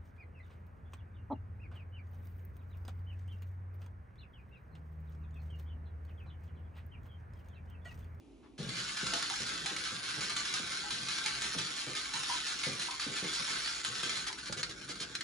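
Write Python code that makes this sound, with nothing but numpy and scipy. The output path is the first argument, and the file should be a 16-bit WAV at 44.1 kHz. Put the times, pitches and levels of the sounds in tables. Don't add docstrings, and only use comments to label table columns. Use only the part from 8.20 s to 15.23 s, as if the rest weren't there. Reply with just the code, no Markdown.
import sys
import numpy as np
from scipy import signal
from scipy.fft import rfft, irfft
from scipy.io import wavfile
from scipy.ndimage import uniform_filter1d

SR = 44100
rng = np.random.default_rng(int(sys.argv[2]) if len(sys.argv) > 2 else 0)


def int16_out(signal):
    q = np.round(np.clip(np.atleast_2d(signal).T, -1, 1) * 32767)
    wavfile.write(sys.argv[1], SR, q.astype(np.int16))


N = 310023
T = np.arange(N) / SR

# pitch_hz, level_db, ring_ratio (relative ring time, scaled by each exciter)
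DOOR_MODES = [(110, -52, 0.33), (133.4, -3, 1.04), (173.4, 1, 0.66), (202.7, 0.5, 0.42), (290, -0.5, 0.18),
              (310.4, -4, 0.79), (384.6, -3.5, 0.65), (474, -8.5, 0.74)]


def undb(db):
    return 10 ** (np.asarray(db) / 20)


def level(x, db):
    return x * undb(db) / np.sqrt(np.mean(x ** 2))


def colour(x, points):
    hz, db = np.transpose(points)
    bin_hz = np.arange(2049) * SR / 4096
    gain_db = np.interp(np.log(bin_hz + 1), np.log(hz), db)
    cepstrum = irfft(np.log(undb(gain_db)))
    cepstrum[1:2048] *= 2
    cepstrum[2049:] = 0
    impulse = irfft(np.exp(rfft(cepstrum)))
    return signal.fftconvolve(x, impulse)[:len(x)]


def band(x, lo_hz, hi_hz):
    return signal.sosfilt(signal.butter(2, [lo_hz, hi_hz], "band", fs=SR, output="sos"), x)


def ring(x, hz, t60_s):
    pole = np.exp(2j * np.pi * hz / SR - np.log(1000) / (t60_s * SR))
    return signal.lfilter([1], [1, -pole], x).imag


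def drifting_ring(x, hz, width_hz):
    spin = np.exp(2j * np.pi * np.cumsum(hz) / SR)
    pole = np.exp(-np.pi * width_hz / SR)
    smooth_twice = np.convolve([1, -pole], [1, -pole])
    return (spin * signal.lfilter([1], smooth_twice, x / spin)).real


def walk(rate_hz):
    hold = int(SR / rate_hz)
    steps = np.repeat(rng.standard_normal(N // hold + 1), hold)
    return uniform_filter1d(uniform_filter1d(steps, hold), hold)[:N]


def add(out, start_s, sound):
    i = int(start_s * SR)
    out[..., i:i + sound.shape[-1]] += sound[..., :N - i]


def house():
    # pitch_hz, level_db (relative)
    hum_colour = [(25, -61), (55, 0.5), (80, -39), (120, -25), (170, -18.5), (270, -5), (390, -8.5),
                  (500, -21.5), (800, -24), (1700, -38.5), (2500, -31), (5000, -40), (11000, -45)]
    # pitch_hz, level_db
    mains = [(59.5, -69), (119.5, -71)]
    hum_db = -59
    left_right = np.array([[1], [-1]])
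    mid, side = (colour(rng.standard_normal(N), hum_colour) for _ in range(2))
    hum = undb(0.41 * walk(3.8)) * (mid + 0.46 * side * left_right)
    tones = np.zeros((2, N))
    for hz, db in mains:
        common, difference = level(ring(rng.standard_normal((2, N)), hz, 0.094), db)
        tones += common + 0.057 * difference * left_right
    return tones + level(hum, hum_db)


def fingers():
    start_s, steady_db = 0.227, -66.5
    t = np.maximum(T - start_s, 0)
    low = level(band(rng.standard_normal(N), 850, 1600), steady_db)
    high = level(band(rng.standard_normal(N), 2000, 4500), steady_db - 7)
    return (low + high) * (1 - np.exp(-t / 0.0067)) * np.exp(-(t / 0.053) ** 2)


def shell(x):
    # pitch_hz, level_db
    shell_colour = [(500, -25.5), (800, -14), (1150, -11), (1600, 2.5), (2000, 2), (2800, -3.5), (3500, 0),
                    (4300, 2), (5500, 5), (6900, 1), (7800, 7), (9500, 0.5), (11000, -11)]
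    # pitch_hz, damping_hz (higher rings shorter and is driven harder), level_db
    shell_modes = [(1130, 13, -34), (1292, 84, 9.5), (1450, 42, -8.5), (1582, 26, -9), (1720, 93, 0),
                   (2500, 23, -8), (3400, 325, 0.5), (4060, 130, -3.5), (4280, 77, 1.5), (4590, 89, -0.5),
                   (5120, 560, -3), (7050, 280, -3.5)]
    panels = np.zeros(len(x))
    for hz, damping_hz, db in shell_modes:
        panels += undb(db) * damping_hz / 300 * ring(x, hz, 1.05 / max(damping_hz, 20))
    return colour(x + 0.083 * panels, shell_colour)


def legs():
    # start_s, level_db (relative), pitch_hz (favoured), rattle_db (rattle drive)
    clacks = [(0.3807, -43, 4300, 0.5), (0.4912, -31, 4460, -11), (0.5677, -32.5, 3460, -2.5),
              (0.69, -37, 1450, -2.5), (0.771, -27, 1540, -7.5), (0.8677, -24, 1490, -13),
              (0.937, -19.5, 1480, -14.5), (1.0254, -23.5, 1410, -13.5), (1.0994, -25, 1490, -11.5),
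              (1.1383, -30.5, 1720, -7), (1.2705, -30.5, 1660, -5.5), (1.4607, -23, 4120, -11),
              (1.5644, -25.5, 2260, -13), (1.6387, -30.5, 1360, -2), (1.8371, -30, 4430, -8),
              (1.937, -33.5, 3400, -10), (2.0086, -27.5, 4770, -7.5), (2.097, -26.5, 1640, -15),
              (2.166, -22, 3630, -12), (2.2543, -27.5, 4100, -8), (2.3394, -22, 1630, -11),
              (2.5197, -29, 1510, -8), (2.7073, -25, 4100, -8), (2.8861, -27.5, 4160, -6),
              (2.9843, -25.5, 3370, -22), (3.0604, -20, 4840, -14), (3.2198, -25, 4260, -7),
              (3.3862, -24.5, 4060, -9), (3.5662, -38, 4450, 1), (3.752, -27.5, 4540, -6),
              (3.857, -32, 3210, -21), (3.938, -25.5, 4130, -12), (4.0341, -26.5, 3940, -11),
              (4.0991, -27.5, 3360, -5), (4.2677, -26, 4470, -6.5), (4.4346, -25.5, 3960, -8),
              (4.596, -27.5, 4280, -6.5), (4.7103, -28.5, 4510, -26), (4.798, -27, 4730, -5.5),
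              (4.9581, -33, 3900, -1), (5.1296, -35, 1450, 1.5), (5.2887, -33, 4570, -1),
              (5.4753, -25.5, 3480, -11), (5.6485, -21.5, 4500, -35), (5.7531, -28.5, 4330, -9.5),
              (5.8329, -24, 3430, -8.5), (5.895, -24, 4270, -10.5), (5.9561, -30, 4500, -3.5),
              (6.128, -30.5, 2240, -20), (6.326, -23.5, 1460, -27), (6.4317, -21.5, 4530, -15),
              (6.6152, -44, 1650, -7), (6.756, -37.5, 1560, -2), (6.9528, -24, 4120, -24),
              (7.009, -26, 2200, -15)]
    # start_s, level_db (relative), length_s
    scrapes = [(6.063, -31.5, 0.033), (6.179, -40, 0.027), (6.254, -39.5, 0.04), (6.368, -36.5, 0.043),
               (6.49, -40.5, 0.03), (6.685, -37, 0.041), (6.797, -35, 0.046)]
    falter_s, rattle_t60_s, falter_rattle_t60_s = 6.1, 0.32, 0.065
    rattle_rise_s, spot_t60_s = 0.017, 0.025
    out, t = np.zeros(N), T[:SR // 4]
    for start_s, db, hz, rattle_db in clacks:
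        noise = rng.standard_normal(len(t))
        grit = rng.random(len(t)) < .3
        click = noise * grit * (1 - np.exp(-t / .002)) * np.exp(-(t / .005) ** 2)
        t60_s = rattle_t60_s if start_s < falter_s else falter_rattle_t60_s
        rattle = noise * (1 - np.exp(-t / rattle_rise_s)) * 1000. ** (-t / t60_s)
        blow = 0.24 * click / np.std(click[:SR // 100]) + undb(rattle_db) * rattle
        spot = 0.019 * ring(blow, hz, spot_t60_s)
        add(out, start_s - .002, undb(db) * (blow + spot))
    for start_s, db, length_s in scrapes:
        edge = np.clip(np.minimum(t / .005, (length_s - t) / .008), 0, 1)
        contacts = rng.standard_normal(len(t)) * (rng.random(len(t)) < .3)
        add(out, start_s, undb(db) * edge * contacts)
    return shell(out) / np.std(shell(rng.standard_normal(N)))


def door():
    # start_s, peak_db (before the last filter), shake_t60_s,
    # hardness_db_per_octave (tilt of the modes about 200 Hz)
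    thumps = [(0.391, -33, 1, -3.5), (0.832, -32.5, 0.7, 1), (0.937, -38, 0.39, 6), (1.205, -40.5, 0.4, 0),
              (1.305, -44, 0.45, -1), (1.422, -44, 0.51, -2), (1.514, -41.5, 0.54, 16),
              (1.72, -40.5, 0.62, -4), (1.972, -39, 0.69, -3.5), (2.4, -40.5, 0.28, -2),
              (2.726, -42, 0.72, -8), (3.254, -45.5, 0.45, -6), (3.352, -37, 0.54, -2),
              (3.672, -36.5, 0.45, 3), (3.944, -45, 0.76, -8), (4.47, -31, 0.55, 4),
              (4.867, -35.5, 0.45, 3.5), (5.026, -32.5, 0.39, 3), (5.197, -42, 0.31, 3),
              (5.304, -42.5, 0.37, 1), (5.682, -43, 0.56, 4), (5.833, -40.5, 1, 2), (6.299, -36, 0.19, 3),
              (6.366, -40, 0.45, 2), (6.49, -43, 0.97, 3), (6.697, -40, 0.21, 12), (6.811, -41, 0.47, 7)]
    # start_s, peak_db (before the last filter), pitch_hz
    knocks = [(0.929, -41, 680), (1.106, -37.5, 811), (1.456, -42, 798), (2.636, -43.5, 834),
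              (3.054, -43.5, 865), (3.941, -39.5, 1050), (4.096, -32, 1049), (4.686, -35, 1050),
              (5.281, -43, 1060), (6.101, -40, 995)]
    knock_t60_s, neighbour_db = 0.16, -1
    out, t = np.zeros(N), T[:SR // 2]
    for start_s, db, shake_t60_s, hard_db in thumps:
        shake = rng.standard_normal(len(t)) * 1000. ** (-t / max(shake_t60_s, .03))
        push = band(1. * (t == 0) + 0.067 * shake, 121, 1180)
        scatter = rng.standard_normal((len(DOOR_MODES), 2))
        thump = np.zeros(len(t))
        for (hz, mode_db, ratio), (level_shift, pitch_shift) in zip(DOOR_MODES, scatter):
            gain = undb(mode_db + 2 * level_shift + hard_db * np.log2(hz / 200))
            thump += gain * ring(push, hz * (1 + 0.0045 * pitch_shift), 0.061 * ratio)
        add(out, start_s - .002, undb(db) * thump / np.abs(thump).max())
    for start_s, db, hz in knocks:
        envelope = t * (np.exp(-t / 0.0016) + 0.015 * np.exp(-t / 0.021))
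        tick = band(rng.standard_normal(len(t)) * envelope, 760, 1050)
        neighbours = ring(tick, 0.95 * hz, 0.042) + ring(tick, 1.12 * hz, 0.045)
        body = ring(tick, hz, knock_t60_s) + undb(neighbour_db) * neighbours
        add(out, start_s - .003, undb(db) * body / np.abs(body).max())
    return band(out, 97, 3200)


def gears():
    # start_s, level_db (whir before the panel joins), rumble_db (door rumble against the whir)
    gear_train = [(0.38, -52, -13), (0.56, -43.5, -8), (0.67, -44, -23), (0.96, -40.5, -19.5),
                  (1.6, -44, -14), (1.86, -42.5, -20), (2.16, -41, -16), (2.76, -43.5, -16.5),
                  (3.23, -39, -16.5), (3.53, -43, -22), (3.82, -42, -26), (4.14, -39.5, -23),
                  (4.85, -43.5, -24), (5.32, -38, -24), (5.91, -43.5, -21), (6.13, -50.5, -19),
                  (6.56, -52, -7.5), (7.03, -51.5, -8.5)]
    # start_s, pitch_hz, level_db (against the whir)
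    low_panel = [(0.5, 1440, -16.5), (1.05, 1500, -13), (1.16, 1620, -13), (1.68, 1510, -11),
                 (1.83, 1530, -12), (3.96, 1615, -13.5), (4.77, 1575, -13.5), (6.0, 1590, -11.5),
                 (6.2, 1480, -11.5)]
    shaft_hz, switch_on_s, panel_width_hz = 151, 0.43, 220
    catch_s, catch_length_s, catch_db = 5.625, 0.0066, -11
    start_s, whir_db, rumble_db = np.transpose(gear_train)
    shaft_turns = np.cumsum(shaft_hz * (1 + 0.02858 * walk(3))) / SR
    teeth = rng.standard_normal(N) * (rng.random(N) < .1) * undb(1.08 * rng.exponential(size=N))
    teeth = teeth * (1 + .4 * np.cos(2 * np.pi * shaft_turns))
    teeth = teeth * undb(1.2 * walk(40))
    catch = catch_db * np.exp(-((T - catch_s) / catch_length_s) ** 2)
    effort = undb(np.interp(T, start_s, whir_db) + catch) * (T > switch_on_s)

    rumble = sum(undb(db) * ring(teeth, hz, 0.25 * ratio) for hz, db, ratio in DOOR_MODES)
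    rumble = undb(np.interp(T, start_s, rumble_db)) * level(band(rumble, 96, 1500), 0)

    edges_hz = 500 * 2 ** np.arange(0, 4.8, 1 / 3)
    whir = np.zeros(N)
    for lo_hz, hi_hz in zip(edges_hz, edges_hz[1:]):
        whir += undb(1.1 * walk(25)) * band(teeth, lo_hz, hi_hz)

    panel_s, panel_hz, panel_db = np.transpose(low_panel)
    panel = drifting_ring(teeth, np.interp(T, panel_s, panel_hz), panel_width_hz)
    panel = level(panel, 0) * undb(np.interp(T, panel_s, panel_db))
    return effort * (level(shell(whir), 0) + panel), effort * rumble


def room(x):
    room_t60_s, gap_s, tail_db = .1, .003, -4.5
    t, out = T[:int(SR * .4)], np.zeros((2, N))
    hop = SR // 16
    fade = np.sin(np.pi * np.arange(2 * hop) / (2 * hop))
    x = colour(x, [(90, -5.0), (250, -6.5), (1000, 5.5), (6000, 3.5), (8500, -7.0), (11000, -2.5)])
    for i in range(0, N - hop, hop):
        tails = rng.standard_normal((2, len(t))) * 1000. 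** (-t / room_t60_s) * (t > gap_s)
        tails = level(tails, tail_db) / np.sqrt(len(t))
        part = x[i:i + 2 * hop]
        add(out, i / SR, signal.fftconvolve(tails, part[None] * fade[:len(part)]))
    return out


def scene():
    whir, rumble = gears()
    toy = whir + rumble + legs() + door() + fingers()
    return toy + room(toy) + house()


def record(dry):
    # pitch_hz, left_lead_rad
    port_phase = [(0, 0), (1000, -.5), (2000, .2), (3300, 1.1), (5000, .9), (6300, -.2), (8300, -3.1),
                  (8900, -3.3), (10700, -6.2), (22050, -6.3)]
    # pitch_hz, left_minus_right_db
    port_balance = [(60, -4), (110, 2.5), (190, -1), (340, 1.5), (610, 1), (1090, 1), (1950, 2),
                    (3490, -0.5), (6230, -2.5), (11100, 1)]
    top_hz, bass_cut_hz = 10950, 42
    hz = np.arange(N // 2 + 1) * SR / N
    phase = np.interp(hz, *np.transpose(port_phase))
    balance_db = np.interp(hz, *np.transpose(port_balance))
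    left = np.exp(.5j * phase) * undb(.5 * balance_db)
    ports = irfft(rfft(dry) * np.array([left, 1 / left]), N)
    ports = signal.sosfilt(signal.butter(4, bass_cut_hz, "high", fs=SR, output="sos"), ports)
    return signal.sosfilt(signal.ellip(12, .2, 90, top_hz, fs=SR, output="sos"), ports)


dry = scene()
out = record(dry)
int16_out(out)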